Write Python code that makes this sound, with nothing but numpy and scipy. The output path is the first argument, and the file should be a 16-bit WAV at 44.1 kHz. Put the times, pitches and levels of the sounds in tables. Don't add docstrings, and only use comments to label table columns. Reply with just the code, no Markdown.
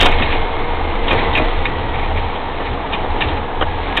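import sys
import numpy as np
from scipy import signal
from scipy.fft import rfft, irfft
from scipy.io import wavfile
from scipy.ndimage import uniform_filter1d

SR = 44100
rng = np.random.default_rng(int(sys.argv[2]) if len(sys.argv) > 2 else 0)


def master(y):
    cut = np.clip(np.atleast_2d(y).T, -1, 1)
    pcm = np.round(cut * 32767)
    wavfile.write(sys.argv[1], SR, pcm.astype(np.int16))


N = 176400
T, HZ = np.arange(N) / SR, np.fft.rfftfreq(N, 1 / SR)


def rumble():
    # (time [s], level [dB])
    sway_levels = [(0, -17), (.08, -10), (.16, -13), (.28, -21.5), (.4, -16.5), (.5, -19), (.85, -21),
                   (1.1, -17), (1.28, -22.5), (1.55, -16), (1.8, -23), (2.17, -18.5), (2.28, -22.5),
                   (2.9, -28), (3.06, -19.5), (3.25, -22.5), (3.5, -28), (3.6, -23), (4, -23)]
    boom_levels = [(0.0, -22.5), (0.31, -20), (0.34, -29.5), (1.1, -29.5), (1.16, -21), (1.2, -26.5),
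                   (1.44, -23), (1.55, -37), (1.59, -25.5), (2.26, -23), (2.31, -33), (2.68, -31),
                   (2.72, -20), (2.78, -34.5), (3.32, -20.5), (3.5, -37.5), (3.62, -23.5), (4.0, -35.5)]
    # (frequency [Hz], level [dB])
    sway_shape = [(5, -35.5), (12, -11.5), (18, 3), (26, 2), (34, -2.5), (48, -17), (75, -48.5)]
    boom_shape = [(40, -31), (55, -12), (68, -4), (82, 0.5), (97, -11.5), (122, -10.5), (150, -24),
                  (240, -38)]
    sway = steadied(colour(rng.standard_normal(N), sway_shape), amount=0.63)
    boom = steadied(colour(rng.standard_normal(N), boom_shape), amount=0.27)
    return sway * amp(curves(sway_levels)[0]) + boom * amp(curves(boom_levels)[0])


def engine():
    # (time [s], firing rate [Hz])
    firing = [(0, 79.5), (.8, 78), (1.4, 76.5), (1.9, 71.5), (2.6, 69), (3.3, 70.5), (3.7, 70.5), (4, 70)]
    # (multiple of the firing rate, level [dB])
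    overtones = [(1, -37.5), (4, -43), (6, -44.5), (7, -43.5), (12, -38.5)]
    # (time [s], relative level [dB])
    roar_levels = [(0, -20), (.06, -15.5), (.15, -20), (.2, -18.5), (.25, -20), (.6, -21.5), (1.05, -21.5),
                   (1.11, -17.5), (1.3, -19), (1.38, -20), (1.58, -22), (2.5, -23), (3.3, -21.5),
                   (3.52, -24), (3.68, -24.5), (4, -21.5)]
    # (frequency [Hz], level [dB])
    roar_shape = [(60, -14), (160, -7.5), (230, -3), (290, -1.5), (370, -3), (480, 0), (590, -5.5),
                  (680, -2), (760, .5), (840, 1.5), (930, 0.5), (1000, -4), (1150, -4.5), (1400, -11),
                  (1800, -14), (2600, -18.5), (3600, -19), (4400, -34.5)]
    turn = phase(curves(firing)[0] * (1 + 0.00601 * drift(rate_hz=12.2)))
    tones = np.zeros(N)
    for multiple, db in overtones:
        gain = amp(db + 1.97 * drift(rate_hz=3.2)) * np.sqrt(2)
        tones += gain * np.sin(multiple * turn + 2 * np.pi * rng.random())
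    throb = 1 + 0.13 * np.cos(turn)
    roar = colour(rng.standard_normal(N) * throb, roar_shape)
    return tones + roar * amp(curves(roar_levels)[0] - 0.92 + .7 * drift(rate_hz=37))


def rattle(rise, fall, db, centre_hz, taps_per_s=1400, spread_db=6.5, size=8192):
    # (pitch [Hz], width [Hz], level [dB])
    fittings = [(640, 36, -15.5), (1140, 95, -1.5), (1727, 99, 0.5), (1850, 90, 2.5), (2260, 210, -2.5),
                (2370, 77, 1), (2465, 44, 2.5), (2741, 90, -2), (3110, 170, -4), (3710, 200, -3.5)]
    t = np.arange(size) / SR - 2 * rise
    swell = np.exp(-(np.minimum(t, 0) / rise) ** 2 - np.maximum(t, 0) / fall)
    taps = clicks(taps_per_s, size) * amp(spread_db * (2 * rng.random(size) - 1))
    ringing = ring(taps * swell, fittings)
    octaves_away = np.log2((np.fft.rfftfreq(size, 1 / SR) + 1) / centre_hz)
    focus = amp(-6) + np.exp(-.5 * (octaves_away / 0.16) ** 2)
    return amp(db) * peaked(irfft(rfft(ringing) * focus))


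def knock(db, pitch, decay_s=0.0057, size=4096):
    # (base pitch [Hz], width [Hz], level [dB])
    panel = [(300, 120, -7), (449, 60, 1), (565, 120, -2.5), (730, 42, -2.5), (926, 100, -4.5),
             (1158, 100, -0.5), (1450, 100, -2.5), (1565, 60, -6), (1750, 46, -6), (2997, 230, -9.5)]
    blow = rng.standard_normal(size) * np.exp(-np.arange(size) / SR / decay_s)
    return amp(db) * peaked(ring(blow, [(hz * pitch, width, level) for hz, width, level in panel]))


def thud(db, rise_s=0.02, size=8192):
    # (pitch [Hz], width [Hz], level [dB])
    floor = [(245, 50, -2), (308, 45, 0.5), (347, 36, -4.5), (617, 21, 0)]
    age = np.arange(size) / SR / rise_s
    push = rng.standard_normal(size) * age * np.exp(-age)
    return amp(db) * peaked(ring(push, floor))


def gears(wobble=0.00542, flutter_db=2.5, octave_db=-38):
    # (time [s], pitch [Hz], level [dB])
    whine = [(0, 478, -34), (.3, 465.3, -32.5), (.52, 458.2, -32.5), (.7, 469, -32), (1.0, 459.4, -30.5),
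             (1.27, 457.6, -31.5), (1.42, 477.5, -35), (1.8, 464, -39), (2.15, 468.2, -43),
             (2.5, 452.3, -43), (2.95, 470.7, -40.5), (3.4, 469.4, -36), (3.7, 456, -49), (4, 458.3, -42)]
    hz, db = curves(whine)
    turn = phase(hz * (1 + wobble * drift(rate_hz=12.1)))
    low = amp(db + flutter_db * drift(rate_hz=4)) * np.sin(turn)
    high = amp(octave_db + flutter_db * drift(rate_hz=36)) * np.sin(2 * turn)
    return np.sqrt(2) * (low + high)


def turbo(width_hz=37):
    # (time [s], pitch [Hz], level [dB])
    whistle = [(0, 2231, -28), (.35, 2145, -34.5), (.8, 2130, -37), (1.25, 1998, -30.5), (1.6, 1950, -40.5),
               (2.1, 1868, -40.5), (2.8, 1727, -47), (4, 1663, -38.5)]
    hz, db = curves(whistle)
    turn = phase(hz)
    return amp(db) * (drift(width_hz) * np.cos(turn) + drift(width_hz) * np.sin(turn))


def chatter(ticks_per_s=3500, spread_db=3):
    # (time [s], level [dB])
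    levels = [(0, -18), (.1, -24.5), (.33, -25), (.45, -31), (1.03, -30.5), (1.17, -23), (1.3, -27.5),
              (1.45, -25), (1.6, -29.5), (1.85, -33.5), (2.2, -31.5), (2.5, -34.5), (2.68, -31.5),
              (2.85, -36), (3.3, -29), (3.5, -38), (3.85, -30), (4, -29)]
    # (frequency [Hz], level [dB])
    shape = [(300, -13.5), (1000, -10.5), (1400, -10.5), (1800, -2.5), (2200, 0.5), (2700, -6), (3100, -5),
             (3600, -7.5), (4400, -9.5)]
    ticks = clicks(ticks_per_s, N) * amp(spread_db * np.minimum(rng.exponential(1, N), 4))
    return colour(ticks, shape) * amp(curves(levels)[0] + .8 * drift(rate_hz=35))


def cab(x, echoes_per_s=2000, fade_s=0.11, echo_db=-16, size=8192):
    t = np.arange(size) / SR
    echoes = rng.standard_normal(size) * (rng.random(size) < echoes_per_s / SR)
    echoes *= (t > .002) * amp(-60 * t / fade_s)
    return x + amp(echo_db) * signal.fftconvolve(x, echoes / np.linalg.norm(echoes))[:N]


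def amp(db):
    return 10 ** (np.asarray(db) / 20)


def unit(x):
    return x / np.sqrt(np.mean(abs(x) ** 2) + 1e-20)


def peaked(x, size=441):
    return x / np.sqrt(uniform_filter1d(x ** 2, size).max() + 1e-20)


def curves(table):
    times, *columns = np.transpose(table)
    return [np.interp(T, times, column) for column in columns]


def colour(x, shape):
    hz, db = np.transpose(shape)
    gain = amp(np.interp(np.log(HZ + 1), np.log(hz), db)) * (HZ < 2 * hz[-1])
    return unit(irfft(rfft(x) * gain, N))


def drift(rate_hz):
    return unit(irfft(rfft(rng.standard_normal(N)) * np.exp(-(HZ / rate_hz) ** 2), N))


def clicks(per_s, size):
    return (rng.random(size) < per_s / SR) * rng.choice([-1, 1], size)


def steadied(x, amount):
    envelope = abs(signal.hilbert(x))
    return unit(x / (envelope + .2) ** amount)


def phase(hz):
    return 2 * np.pi * np.cumsum(hz) / SR


def ring(x, notes):
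    f = np.fft.rfftfreq(len(x), 1 / SR)
    body = sum((-1) ** k * amp(db) * 1j * f * width / (hz ** 2 - f ** 2 + 1j * f * width)
               for k, (hz, width, db) in enumerate(notes))
    return irfft(rfft(x) * body, len(x))


def add(mix, start_s, sound):
    at = round(start_s * SR)
    sound = sound[max(-at, 0):]
    part = mix[max(at, 0):][:len(sound)]
    part += sound[:len(part)]


def scene():
    # (time [s], level [dB], pitch [ratio])
    knocks = [(.010, -14.5, 1.37), (0.021, -14, 0.93), (.057, -11, 1.04), (.064, -14, 1.25),
              (0.196, -24, 1.1), (.448, -24.5, 1.13), (1.111, -22, 1.1), (1.135, -22, 1.05),
              (1.372, -19, 1.11), (1.394, -21, 0.77), (3.610, -13.5, 1.08), (3.622, -12.5, 1.024),
              (3.971, -19.5, 1.21)]
    # (peak time [s], rise [s], fall [s], level [dB], centre pitch [Hz])
    rattles = [(.008, 0.0068, 0.035, -11, 3130), (.059, 0.0038, .009, -14, 2830),
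               (.122, 0.0079, 0.0086, -20.5, 2260), (0.188, .008, .012, -25, 3250),
               (.224, .005, 0.014, -17, 2730), (.322, 0.015, 0.019, -24, 2480),
               (1.088, .012, 0.024, -19, 3100), (1.112, 0.0063, 0.015, -14.5, 2400),
               (1.19, .012, 0.014, -21.5, 2200), (1.335, .006, .015, -24.5, 3500),
               (1.355, .006, 0.015, -13.5, 2500), (1.377, .007, 0.014, -14.5, 2300),
               (1.654, .007, 0.01, -16.5, 2200), (1.945, 0.0088, .015, -26.5, 2200),
               (1.995, 0.0096, .012, -26.5, 2220), (2.029, 0.0086, .012, -27.5, 2240),
               (2.174, .012, 0.018, -24, 2275), (2.36, .015, 0.019, -30.5, 3350),
               (2.675, 0.019, 0.0097, -30, 2390), (2.938, 0.011, 0.014, -18, 2900),
               (3.210, 0.0037, .02, -14.5, 2800), (3.289, .012, 0.018, -26.5, 3220),
               (3.37, .006, 0.0091, -31, 2600), (3.970, 0.0029, .014, -13, 2900)]
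    # (time [s], level [dB])
    thuds = [(.02, -22.5), (.185, -19.5), (1.1, -20.5), (1.365, -18), (3.215, -25)]
    drive = rumble() + engine() + gears() + turbo() + chatter()
    bumps = np.zeros(N)
    for time, db, pitch in knocks:
        add(bumps, time, knock(db, pitch))
    for time, rise, fall, db, centre_hz in rattles:
        add(bumps, time - 2 * rise, rattle(rise, fall, db, centre_hz))
    for time, db in thuds:
        add(bumps, time, thud(db))
    return (drive + cab(bumps))[None]


def record(dry, band_hz=4130, clip_level=.72, edge_hz=15850):
    band_filter = signal.firwin(201, band_hz, window=("kaiser", 9), fs=SR)
    edge_filter = signal.firwin(511, edge_hz, window=("kaiser", 9), fs=SR)
    narrow = signal.oaconvolve(dry, band_filter[None], "same")
    clipped = np.clip(narrow, -clip_level, clip_level)
    return signal.oaconvolve(clipped, edge_filter[None], "same")


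dry = scene()
out = record(dry)
master(out)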